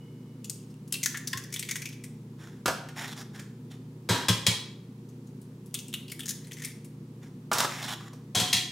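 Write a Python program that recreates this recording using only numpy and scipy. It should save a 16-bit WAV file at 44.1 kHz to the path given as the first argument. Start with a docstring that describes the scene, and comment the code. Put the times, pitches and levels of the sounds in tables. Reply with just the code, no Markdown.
"""Eggs cracked in a tiled kitchen

Close stereo microphones hear eggs crushed on the rim of a plastic bowl: noise bursts ring rim and bowl wall.
Shells snap and crunch in the fingers, a little left: splinter bursts ring a hollow that changes with the opening.
A yolk plops into the bowl, and shells and a hand knock and rub a pulp carton: shaped noise, slightly right.
Noise tails answer as the tiled walls; an appliance hums under it all with tones and resonant air noise."""
import sys
import numpy as np
from scipy import signal
from scipy.fft import rfft, irfft, next_fast_len
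from scipy.io import wavfile
from scipy.ndimage import uniform_filter1d, map_coordinates

SR = 44100
rng = np.random.default_rng(int(sys.argv[2]) if len(sys.argv) > 2 else 0)


def persist_wave(psi):
    """Save psi, clipped to +-1, as 16-bit WAV."""
    counts = np.round(np.clip(psi, -1, 1) * 32767).astype(np.int16)
    wavfile.write(sys.argv[1], SR, np.atleast_2d(counts).T)


def field_ratio(decibels):
    """Amplitude ratio for a level in dB (20 dB per decade); scalars and array-likes work."""
    return 10 ** (np.asarray(decibels, dtype=float) / 20)


N = 384111  # samples

# Motor tones. Each row: frequency in Hz, level in dB rms before it sways.
MOTOR_TONES = [(59.2, -75.5), (119.5, -50.5), (149, -49.5), (468.5, -65.5)]
# Air noise in casing and room. Each row: resonance in Hz, width in Hz, relative level in dB.
DRONE_MODES = [(134.2, 28.5, -5.5), (197.3, 27.7, 0), (255.5, 18.3, 0), (326.7, 32, -7.5),
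               (368.7, 46, -7.5), (454, 29, -16.5)]
# Spectrum of room air and hiss. Each row: frequency in Hz, relative level in dB per Hz.
AIR_SPECTRUM = [(25, -12), (90, 5), (500, 4.5), (680, -6.5), (950, -2), (1500, -10.5), (6400, -15.5),
                (16000, -17.5)]
# Left-right likeness of the air. Each row: frequency in Hz, correlation from -1 to 1.
AIR_LIKENESS = [(450, 1), (950, .3), (2400, .1), (15000, .5)]
DRONE_DB, AIR_DB = -47.5, -58.5  # rms
# High tones dying away from the start. Each row: frequency in Hz, level in dB rms, 6.5 below the starting level.
FADING_TONES = [(2186, -79.5), (2945, -75), (5146, -87)]

# Shell snapping in the fingers. Each row: time in seconds, nominal peak in dB, hollow relative to it in dB,
# resonance of the stiff shell in Hz.
SHELL_SNAPS = [(0.4436, -29.5, -11.5, 6900), (0.4967, -17, -72, 7900), (.703, -52, -30, 5700),
               (0.877, -42.5, -44, 10000), (0.9242, -12, -14.5, 9550), (0.939, -19, -6, 4250),
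               (0.951, -30.5, 3.5, 6000), (1.031, -17, -7, 6700), (1.0353, -13.5, -20.5, 6600),
               (1.059, -9, -9, 6460), (1.1439, -38, 14.5, 5700), (1.172, -22.5, -7.5, 7100),
               (1.273, -17, -26, 5960), (1.3307, -19.5, 2.5, 5170), (1.3733, -21.5, -9, 6650),
               (1.4368, -33.5, -13, 5930), (1.524, -25.5, -10, 6630), (1.5386, -19, -9.5, 6500),
               (1.56, -21, -11, 3560), (1.5924, -17, -17, 8000), (1.6253, -24, -2.5, 4230),
               (1.667, -58, -3, 6200), (1.6878, -23.5, -1, 6500), (1.71, -16, -6, 6630),
               (1.7552, -22.5, -1, 6700), (1.763, -24, -10, 8980), (1.818, -27.5, -3, 6180),
               (1.8543, -26, -0.5, 6300), (1.887, -36.5, -17, 5830), (1.925, -41, -0.5, 5960),
               (2.037, -31, -7.5, 8500), (5.088, -50, -26, 6450), (5.269, -51, -27, 6800),
               (5.415, -46, -28.5, 9500), (5.66, -44.5, -35, 10200), (5.7421, -15, -26, 9150),
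               (5.748, -21.5, -17, 3330), (5.7886, -28.5, -7.5, 6700), (5.881, -34.5, -14, 8450),
               (5.928, -31.5, -10.5, 3460), (5.9392, -18.5, -3.5, 3620), (6.08, -39, -1, 4740),
               (6.097, -36, -0.5, 5000), (6.1177, -23.5, -7.5, 9900), (6.193, -27.5, -5.5, 8650),
               (6.203, -25.5, -32, 3380), (6.2326, -32.5, -17, 3190), (6.2572, -24, -17, 6630),
               (6.2803, -21, -15, 6700), (6.291, -15.5, -24, 6520), (6.3061, -19.5, -20, 6500),
               (6.444, -43, -10, 4190), (6.468, -41.5, -7, 8750), (6.511, -36, -2.5, 3200),
               (6.529, -31, -22, 6400), (6.619, -29.5, -3, 6450), (6.638, -30, -5.5, 6370),
               (6.6463, -19.5, -10, 9000), (6.66, -40.5, -18, 3900), (6.8445, -38.5, -15, 9650)]
# The opening of each egg. Each row: halves part in seconds, fully open in seconds, halves start to nest in
# seconds, nested in seconds, hollow of the nested halves in Hz.
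EGG_OPENINGS = [(0.918, 1.081, 1.4, 1.51, 2160), (6.105, 6.13, 6.33, 6.505, 2030)]
NEXT_EGG_S = 4  # shell sounds from here on belong to the second egg
SHUT_HZ, OPEN_HZ = 2830, 1730  # pitch of the hollow
HOLLOW_SCATTER, NESTED_SCATTER = .015, .08  # log spread of that pitch from one fracture to the next, free and nested
DOME_HZ, DOME_DB = 3480, -12  # the dome of the half shell rings beside the hollow; mean level
SNAP_T60_S, SNAP_SCATTER = 0.061, 0.15  # crumble of a fracture, and its log spread
SHARP_PER_DB = 0.0278  # harder snaps crumble more briefly (log t60 per dB)
SCRAPE_RISE_S = .0014  # onset when the halves are nested
GRIT = .8  # log spread of the tiny breaks inside a fracture
SHED_DB, SHED_S, SHED_FADE_DB_PER_S = -34, 0.11, -32  # splinters after a snap: lowest level under it, mean delay, fading
LEAD_DB, LEAD_S = -36, .015  # creak just before a snap: lowest level under it, mean lead
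GRIND_DB, GRIND_S = -44, .22  # nested halves grinding: lowest level at mid-grind, duration

# Yolk landing in the bowl: time in seconds, thump in dB, wet tone in dB before its soft onset.
YOLK_PLOP = (1.334, -34, -31.5)
PLOP_T60_S = .14
# Worktop under the bowl. Each row: mode in Hz, width in Hz, relative level in dB.
WORKTOP_MODES = [(86, 23, -1.5), (114.5, 11, 10), (179, 16, 15.5), (231, 61, 11.5)]

# Hand and eggs rubbing the pulp. Each row: start in seconds, end in seconds, starting level in dB,
# ending level in dB (both before the texture), strongest frequency in Hz.
PULP_STROKES = [(2.381, 2.618, -47.5, -75.5, 1570), (2.954, 3.065, -41, -41.5, 2090),
                (3.055, 3.14, -45, -48, 3770), (3.159, 3.233, -44, -51, 5400),
                (3.33, 3.42, -47.5, -58.5, 1640), (3.7, 3.762, -52, -63, 3370),
                (7.216, 7.29, -53.5, -67, 1900), (7.527, 7.663, -33.5, -35.5, 915),
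                (7.666, 7.838, -41, -46.5, 2100), (7.817, 7.877, -36.5, -45.5, 3860),
                (7.866, 7.952, -37.5, -41.5, 3270), (7.99, 8.09, -62, -51.5, 1210)]
# Carton cups. Each row: resonance in Hz, width in Hz, relative level in dB.
CUP_MODES = [(800, 360, 3), (1800, 500, 3), (3500, 500, 1), (5500, 450, 0), (7000, 450, -2)]
PAPER_DB, PAPER_DB_PER_OCTAVE = -8, 2  # treble of a stroke at 1 kHz; higher strokes are more papery

# Shells and knuckles knocking the carton. Each row: time in seconds, nominal peak in dB, pitch in Hz,
# treble relative to the peak in dB, t60 in seconds.
CARTON_KNOCKS = [(2.658, -13.5, 1300, -4.5, 0.076), (2.679, -15, 756, -7, 0.092),
                 (2.887, -36, 1780, -2, 0.06), (3.394, -35, 1630, 0, 0.059),
                 (7.515, -14.5, 905, -14.5, 0.1), (7.531, -24, 960, 9.5, 0.078),
                 (7.584, -21, 910, 7.5, 0.056), (7.603, -14.5, 1426, 3, 0.038),
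                 (7.647, -14.5, 1050, -15, 0.032), (7.914, -31, 1260, -7, 0.029),
                 (8.007, -34, 1160, -21, 0.031), (8.132, -43.5, 710, 0.5, 0.078)]
THUD_DB, HOLLOW_SHARE = -9.5, .75  # thud over boxy tone; gain of the hollow shell inside a knock

# Egg on the bowl rim. Each row: time in seconds, nominal crush peak in dB, push into the bowl in dB,
# crush t60 in seconds.
RIM_TAPS = [(4.089, -20.5, -19, 0.42), (4.2834, -11, -17, 0.099), (4.465, -9, -21, 0.089),
            (8.3485, -18.5, -27.5, 0.56), (8.3988, -16, -27.5, 0.078), (8.528, -10.5, -31, 0.11),
            (8.5652, -18, -47, 0.1)]
# Egg and rim; a close pair of modes carries the clearest note. Each row: mean resonance in Hz, width in Hz,
# mean relative level in dB.
RIM_MODES = [(1900, 220, -15), (2946, 49, -7.5), (3120, 240, -6.5), (3300, 240, -6.5), (3567, 110, -11.5),
             (3900, 250, -14.5), (4380, 110, -8), (3940, 2100, -10.5)]
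# Bowl wall. Each row: resonance in Hz, width in Hz, relative level in dB.
BOWL_MODES = [(312, 250, -0.5), (488, 280, 0), (960, 80, 2), (1060, 80, 1), (1613, 420, -5)]
# Blows that set the bowl's clearest note ringing. Each row: time in seconds, starting level in dB.
BOWL_BELL = [(8.349, -31), (8.527, -39.5)]
THUMP_DB, CRUSH_TREBLE_DB = 2, -1.5  # worktop over bowl wall; treble over rim

# Reverberation of the tiled kitchen. Each row: frequency in Hz, t60 in seconds.
KITCHEN_T60 = [(120, 0.41), (1000, 0.57), (4000, 0.5), (12000, 0.34)]


def unit(x):
    """Scale each row to rms 1."""
    return x / np.sqrt(np.mean(x ** 2, -1, keepdims=True) + 1e-20)


def along(points, hz):
    """Interpolate (Hz, value) points on a log axis."""
    f, v = np.transpose(points)
    return np.interp(np.log(hz + 1), np.log(f + 1), v)


def filtered(x, response):
    """Pass x through a complex response of frequency."""
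    m = next_fast_len(x.shape[-1] + min(8192, 2 * x.shape[-1]))
    return irfft(rfft(x, m) * response(np.fft.rfftfreq(m, 1 / SR)), m)[..., :x.shape[-1]]


def peak(f, hz, width_hz):
    """One causal resonance."""
    return 1j * f * width_hz / (hz * hz - f * f + 1j * f * np.abs(width_hz) + 1e-9)


def body(modes):
    """Response of a table of resonances, with alternating signs."""
    return lambda f: sum((-1) ** k * field_ratio(db) * peak(f, hz, w) for k, (hz, w, db) in enumerate(modes))


def bursts(t60, spike, rise_s, size=8192, grit=0):
    """One row of dying splinter noise per event, led by one sharp break; grit makes some samples far larger."""
    t = np.arange(size) / SR
    decay = field_ratio(-60 * t / np.abs(t60)[:, None])
    noise = rng.standard_normal((len(t60), size)) * decay * (1 - np.exp(-t / rise_s))
    return noise * np.exp(grit * rng.standard_normal(noise.shape) - grit ** 2) + spike * (t == 0)


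def sized(rows, db, t60=None):
    """Set each row's peak level; a noisy row gets the energy of a decay with that peak."""
    if t60 is None:
        return rows / np.abs(rows).max(1, keepdims=True) * field_ratio(db)[:, None]
    energy = np.abs(t60) * SR / (2 * np.log(1000)) / 5  # noise peaks stand above its rms
    return rows * (field_ratio(db) * np.sqrt(energy / np.sum(rows ** 2, 1)))[:, None]


def placed(s, rows):
    """Lay the rows on the time line."""
    at = np.round(s * SR).astype(int)[:, None] + np.arange(rows.shape[1])
    return np.bincount(at.ravel(), rows.ravel(), N + SR)[:N]


def hum():
    """Slightly unsteady motor tones, air droning in low resonances, and faint room air."""
    t = np.arange(N) / SR
    knots = rng.standard_normal((len(MOTOR_TONES), 40))
    sway = [map_coordinates(k, [t * 2.4]) for k in knots]  # 2.4 knots a second
    tones = sum(field_ratio(db + 1.0 * w) * np.sqrt(2) * np.sin(2 * np.pi * hz * t + 1.0 * w)
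                for (hz, db), w in zip(MOTOR_TONES, sway))
    drone = filtered(rng.standard_normal(N), lambda f: body(DRONE_MODES)(f) * peak(f, 228, 340))

    def mid_side(f):
        turn = np.arccos(np.clip(along(AIR_LIKENESS, f), -1, 1)) / 2
        return field_ratio(along(AIR_SPECTRUM, f)) * [np.cos(turn), np.sin(turn)]

    mid, side = filtered(rng.standard_normal((2, N)), mid_side)
    air = unit(np.array([mid + side, mid - side]))
    return tones + field_ratio(DRONE_DB) * unit(drone) + field_ratio(AIR_DB) * air


def fading():
    """Thin unsteady tones, narrow bands of noise, die away from the start by 60 dB in 2.7 s."""
    noise = rng.standard_normal((len(FADING_TONES), N))
    hz, db = np.transpose(FADING_TONES)[:, :, None]
    tones = unit(filtered(noise, lambda f: peak(f, hz, 79) ** 2))
    return (field_ratio(db + 6.5 - 60 * np.arange(N) / SR / 2.7) * tones).sum(0)


def hollow_hz(s):
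    """The hollow drops in pitch as the halves part and rises when one is put into the other."""
    first, second = (np.interp(s, times, [SHUT_HZ, OPEN_HZ, OPEN_HZ, nested_hz])
                     for *times, nested_hz in EGG_OPENINGS)
    return np.where(s < NEXT_EGG_S, first, second)


def nested(s):
    """Whether one half shell sits in the other, as a column; for the second egg, from .07 s before the end."""
    return (s > np.where(s < NEXT_EGG_S, EGG_OPENINGS[0][3], EGG_OPENINGS[1][3] - .07))[:, None]


def shell(s, db, cavity_db, shell_hz, t60, **kind):
    """A fracture rings the hollow of the half shell, pitched by the opening, and the stiff shell itself."""
    inside = nested(s)
    scatter = np.where(inside[:, 0], NESTED_SCATTER, HOLLOW_SCATTER)
    cavity_hz = (hollow_hz(s) * np.exp(scatter * rng.standard_normal(len(s))))[:, None]
    cavity_width_hz = np.where(inside, 300, 240)
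    dome = field_ratio(DOME_DB + 4 * rng.standard_normal((len(s), 1)))
    hollow = filtered(bursts(t60, **kind), lambda f: peak(f, cavity_hz, cavity_width_hz)
                      * peak(f, cavity_hz, 2500) - dome * peak(f, DOME_HZ, 450))
    # small high-pitched flakes spray more broad treble than big wet pieces
    hz = shell_hz[:, None]
    stiff = filtered(bursts(t60, **kind),
                     lambda f: peak(f, hz, 0.15 * hz) + hz / 14000 * peak(f, 8300, 14000) ** 2)
    return placed(s, sized(hollow, db + cavity_db, t60) + sized(stiff, db, t60))


def snaps():
    """Fractures that stand out: the shorter the crumble, the cleaner the break; nested halves scrape in slowly."""
    s, db, cavity_db, shell_hz = np.transpose(SHELL_SNAPS)
    scatter = SNAP_SCATTER * rng.uniform(-1.2, 1, len(s))
    t60 = SNAP_T60_S * np.exp(scatter - SHARP_PER_DB * (db - db.mean()))
    spike = 0.099 / t60[:, None] * ~nested(s)
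    rise_s = np.where(nested(s), SCRAPE_RISE_S, .0004)
    return shell(s, db, cavity_db, shell_hz, t60, spike=spike, rise_s=rise_s, size=4096, grit=GRIT)


def splinters(s, db):
    """Tiny fractures of uneven size and pitch, practically none below the given level."""
    size, pitch = rng.random((s.size, 2)).T
    level_db = db.ravel() - 3 * np.log(size + 0.00065)
    shell_hz = 6400 * np.exp(.45 * (pitch - .5))
    return shell(s.ravel(), level_db, -2.5, shell_hz, np.full(s.size, .012), spike=0, rise_s=0.00049, size=640)


def crunch():
    """Every snap is led in by a creak and sheds a trail of splinters; nested halves grind on each other."""
    at, level_db = np.transpose(SHELL_SNAPS)[:2, :, None]
    late = -np.log(rng.random((len(SHELL_SNAPS), 18)) + 1e-3)  # exponential waits
    early = -np.log(rng.random((len(SHELL_SNAPS), 4)) + 1e-3)
    trail = splinters(at + SHED_S * late, level_db + SHED_DB + SHED_FADE_DB_PER_S * SHED_S * late)
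    creak = splinters(at - LEAD_S * early, level_db + LEAD_DB - 4 * early)
    part = rng.random((len(EGG_OPENINGS), 70))
    nested_s = np.transpose(EGG_OPENINGS)[3, :, None]
    grind = splinters(nested_s + GRIND_S * part, GRIND_DB - 25 * (part - .5) ** 2)
    return trail + creak + grind


def thumps(s, db):
    """A slow push shakes the worktop, which radiates little below its first mode."""
    push = np.exp(-((np.arange(SR // 4) / SR - .011) / 0.0025) ** 2)
    shaken = filtered(push, lambda f: body(WORKTOP_MODES)(f) * (1j * f / (70 + 1j * f)) ** 3)
    return placed(s, sized(shaken[None], db))


def plop():
    """A yolk thumps into the bowl and traps air, whose tone rises a little as it dies."""
    t = np.arange(SR // 2) / SR
    s, low_db, wet_db = np.transpose([YOLK_PLOP])
    swell = field_ratio(wet_db - 60 * t / PLOP_T60_S) * (1 - np.exp(-t / .006))
    wet = swell * np.sin(2 * np.pi * 1020 * t * (1 + t))[None]
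    return thumps(s, low_db) + placed(s, wet)


def rustle():
    """Fibres catch and slip under the hand in short strokes, each favouring its own band."""
    start, end, start_db, end_db, hz = np.transpose(PULP_STROKES)[:, :, None]
    t = np.arange(SR // 4) / SR
    noise = rng.standard_normal((4, len(PULP_STROKES), len(t)))
    lumps = unit(uniform_filter1d(noise[0], size=260))
    grains = unit(uniform_filter1d(noise[0, ::-1], size=30))
    clumps = field_ratio(2.0 * lumps + 1.94 * grains)
    cups = unit(filtered(noise[1], body(CUP_MODES)))
    band = .7 * unit(filtered(noise[2], lambda f: peak(f, hz, .45 * hz) ** 2))
    paper_gain = field_ratio(PAPER_DB + PAPER_DB_PER_OCTAVE * np.log2(hz / 1000))
    paper = paper_gain * unit(filtered(noise[3], lambda f: peak(f, 8600, 11100) ** 2))
    length = end - start
    stroke = np.clip(np.minimum(t / (0.27 * length), (length - t) / 0.0073), 0, 1)  # swells in, stops sooner
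    level = field_ratio(start_db + (end_db - start_db) * np.clip(t / length, 0, 1))
    return placed(start[:, 0], stroke * level * clumps * (cups + band + paper))


def knocks():
    """Dull pulp knocks: a thud, a boxy tone with the hollow shell in it, and a papery edge."""
    s, db, hz, treble_db, t60 = np.transpose(CARTON_KNOCKS)
    burst, paper = (bursts(t60, spike=0.47, rise_s=0.000087, grit=grit) for grit in (0, GRIT))
    thud = filtered(burst, lambda f: peak(f, 290, 730) ** 2)
    box = filtered(burst, lambda f: peak(f, hz[:, None], 570) + 0.17 * peak(f, 960, 2020)
                   - HOLLOW_SHARE * peak(f, OPEN_HZ, 180))
    edge = filtered(paper, lambda f: peak(f, 5980, 12000) ** 2 + .5 * peak(f, 5700, 1400))
    return placed(s, sized(thud, db + THUD_DB, t60) + sized(box, db, t60) + sized(edge, db + treble_db, t60))


def taps():
    """The egg crushes on the rim and the bowl wall rings; returns that and the push into the worktop."""
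    s, db, push_db, t60 = np.transpose(RIM_TAPS)
    burst, crush = (bursts(t60, spike=0, rise_s=0.00035) for _ in range(2))
    # each blow lands elsewhere
    struck = [(hz * np.exp(.008 * rng.standard_normal((len(s), 1))), width,
               level + 1.5 * rng.standard_normal((len(s), 1))) for hz, width, level in RIM_MODES]
    rim = sized(filtered(burst, body(struck)), db, t60)
    wall = sized(filtered(crush, body(BOWL_MODES)), push_db, t60)
    quick = .7 * t60  # the treble of the crush dies first
    treble = filtered(bursts(quick, spike=0, rise_s=0.0013, grit=GRIT), lambda f: peak(f, 6570, 6300) ** 2)
    edge = sized(treble, db + CRUSH_TREBLE_DB, quick)
    return placed(s, rim + wall + edge), thumps(s, push_db + THUMP_DB)


def bell():
    """The bowl's clearest note rings down by 60 dB in 0.37 s, its phase wavering slightly at random."""
    t = np.arange(SR // 2) / SR
    s, db = np.transpose(BOWL_BELL)
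    waver = unit(uniform_filter1d(rng.standard_normal((len(s), len(t))), size=700))
    return placed(s, field_ratio(db[:, None] - 60 * t / 0.37) * np.sin(2 * np.pi * 732 * t + 0.21 * waver))


def microphones(x, left):
    """A source off to the left is louder in the left microphone, more so in the treble; negative is right."""
    side = left * filtered(x, lambda f: 1j * f / (2500 + 1j * f))
    return x + np.array([side, -side])


def kitchen(x, side_db):
    """Tiled walls answer, with a new tail every fifth of a second; close microphones hear the bass alike."""
    step, out = SR // 5, np.zeros((2, N + 2 * SR))
    for at in range(0, N, step):
        hz, t, z = signal.stft(rng.standard_normal((2, SR // 2)), SR, nperseg=256)
        tail = signal.istft(z * field_ratio(-60 * t / along(KITCHEN_T60, hz)[:, None]), SR, nperseg=256)[1]
        wet = signal.fftconvolve(x[None, at:at + step], tail / np.linalg.norm(tail[0]), axes=1)
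        out[:, at + 220:][:, :wet.shape[1]] += wet  # the tail starts 5 ms late
    side = field_ratio(side_db) * filtered(out[1, :N], lambda f: (1j * f / (280 + 1j * f)) ** 2 * (1 + f / 25000))
    return out[0, :N] + np.array([side, -side])


def scene():
    """Hands and rim a little to the left, carton a little to the right, bowl farther and wetter."""
    hands, drops, rubs = snaps() + crunch(), knocks(), rustle()
    crushes, push = taps()
    rim, thump = crushes + bell(), push + plop()
    near = microphones(hands, left=0.24) + microphones(rim, left=0.15) + microphones(drops + rubs, left=-0.13)
    sent = field_ratio(-8.0) * hands + field_ratio(-4.5) * drops + field_ratio(-9) * rubs + field_ratio(-2.5) * rim + field_ratio(-14.5) * thump
    return near + thump + kitchen(sent, side_db=-9) + hum() + fading()


def top_cut(x):
    """Nothing passes above the cut-off."""
    return signal.sosfilt(signal.butter(12, 16990, fs=SR, output="sos"), x)


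def record(dry):
    """The top octave droops, and little passes above the band edge at 15.8 kHz."""
    heard = filtered(dry, lambda f: np.where(f < 15800, 1, .04) / (1 + (f / 16000) ** 2))
    return top_cut(heard)


dry = scene()
out = record(dry)
persist_wave(out)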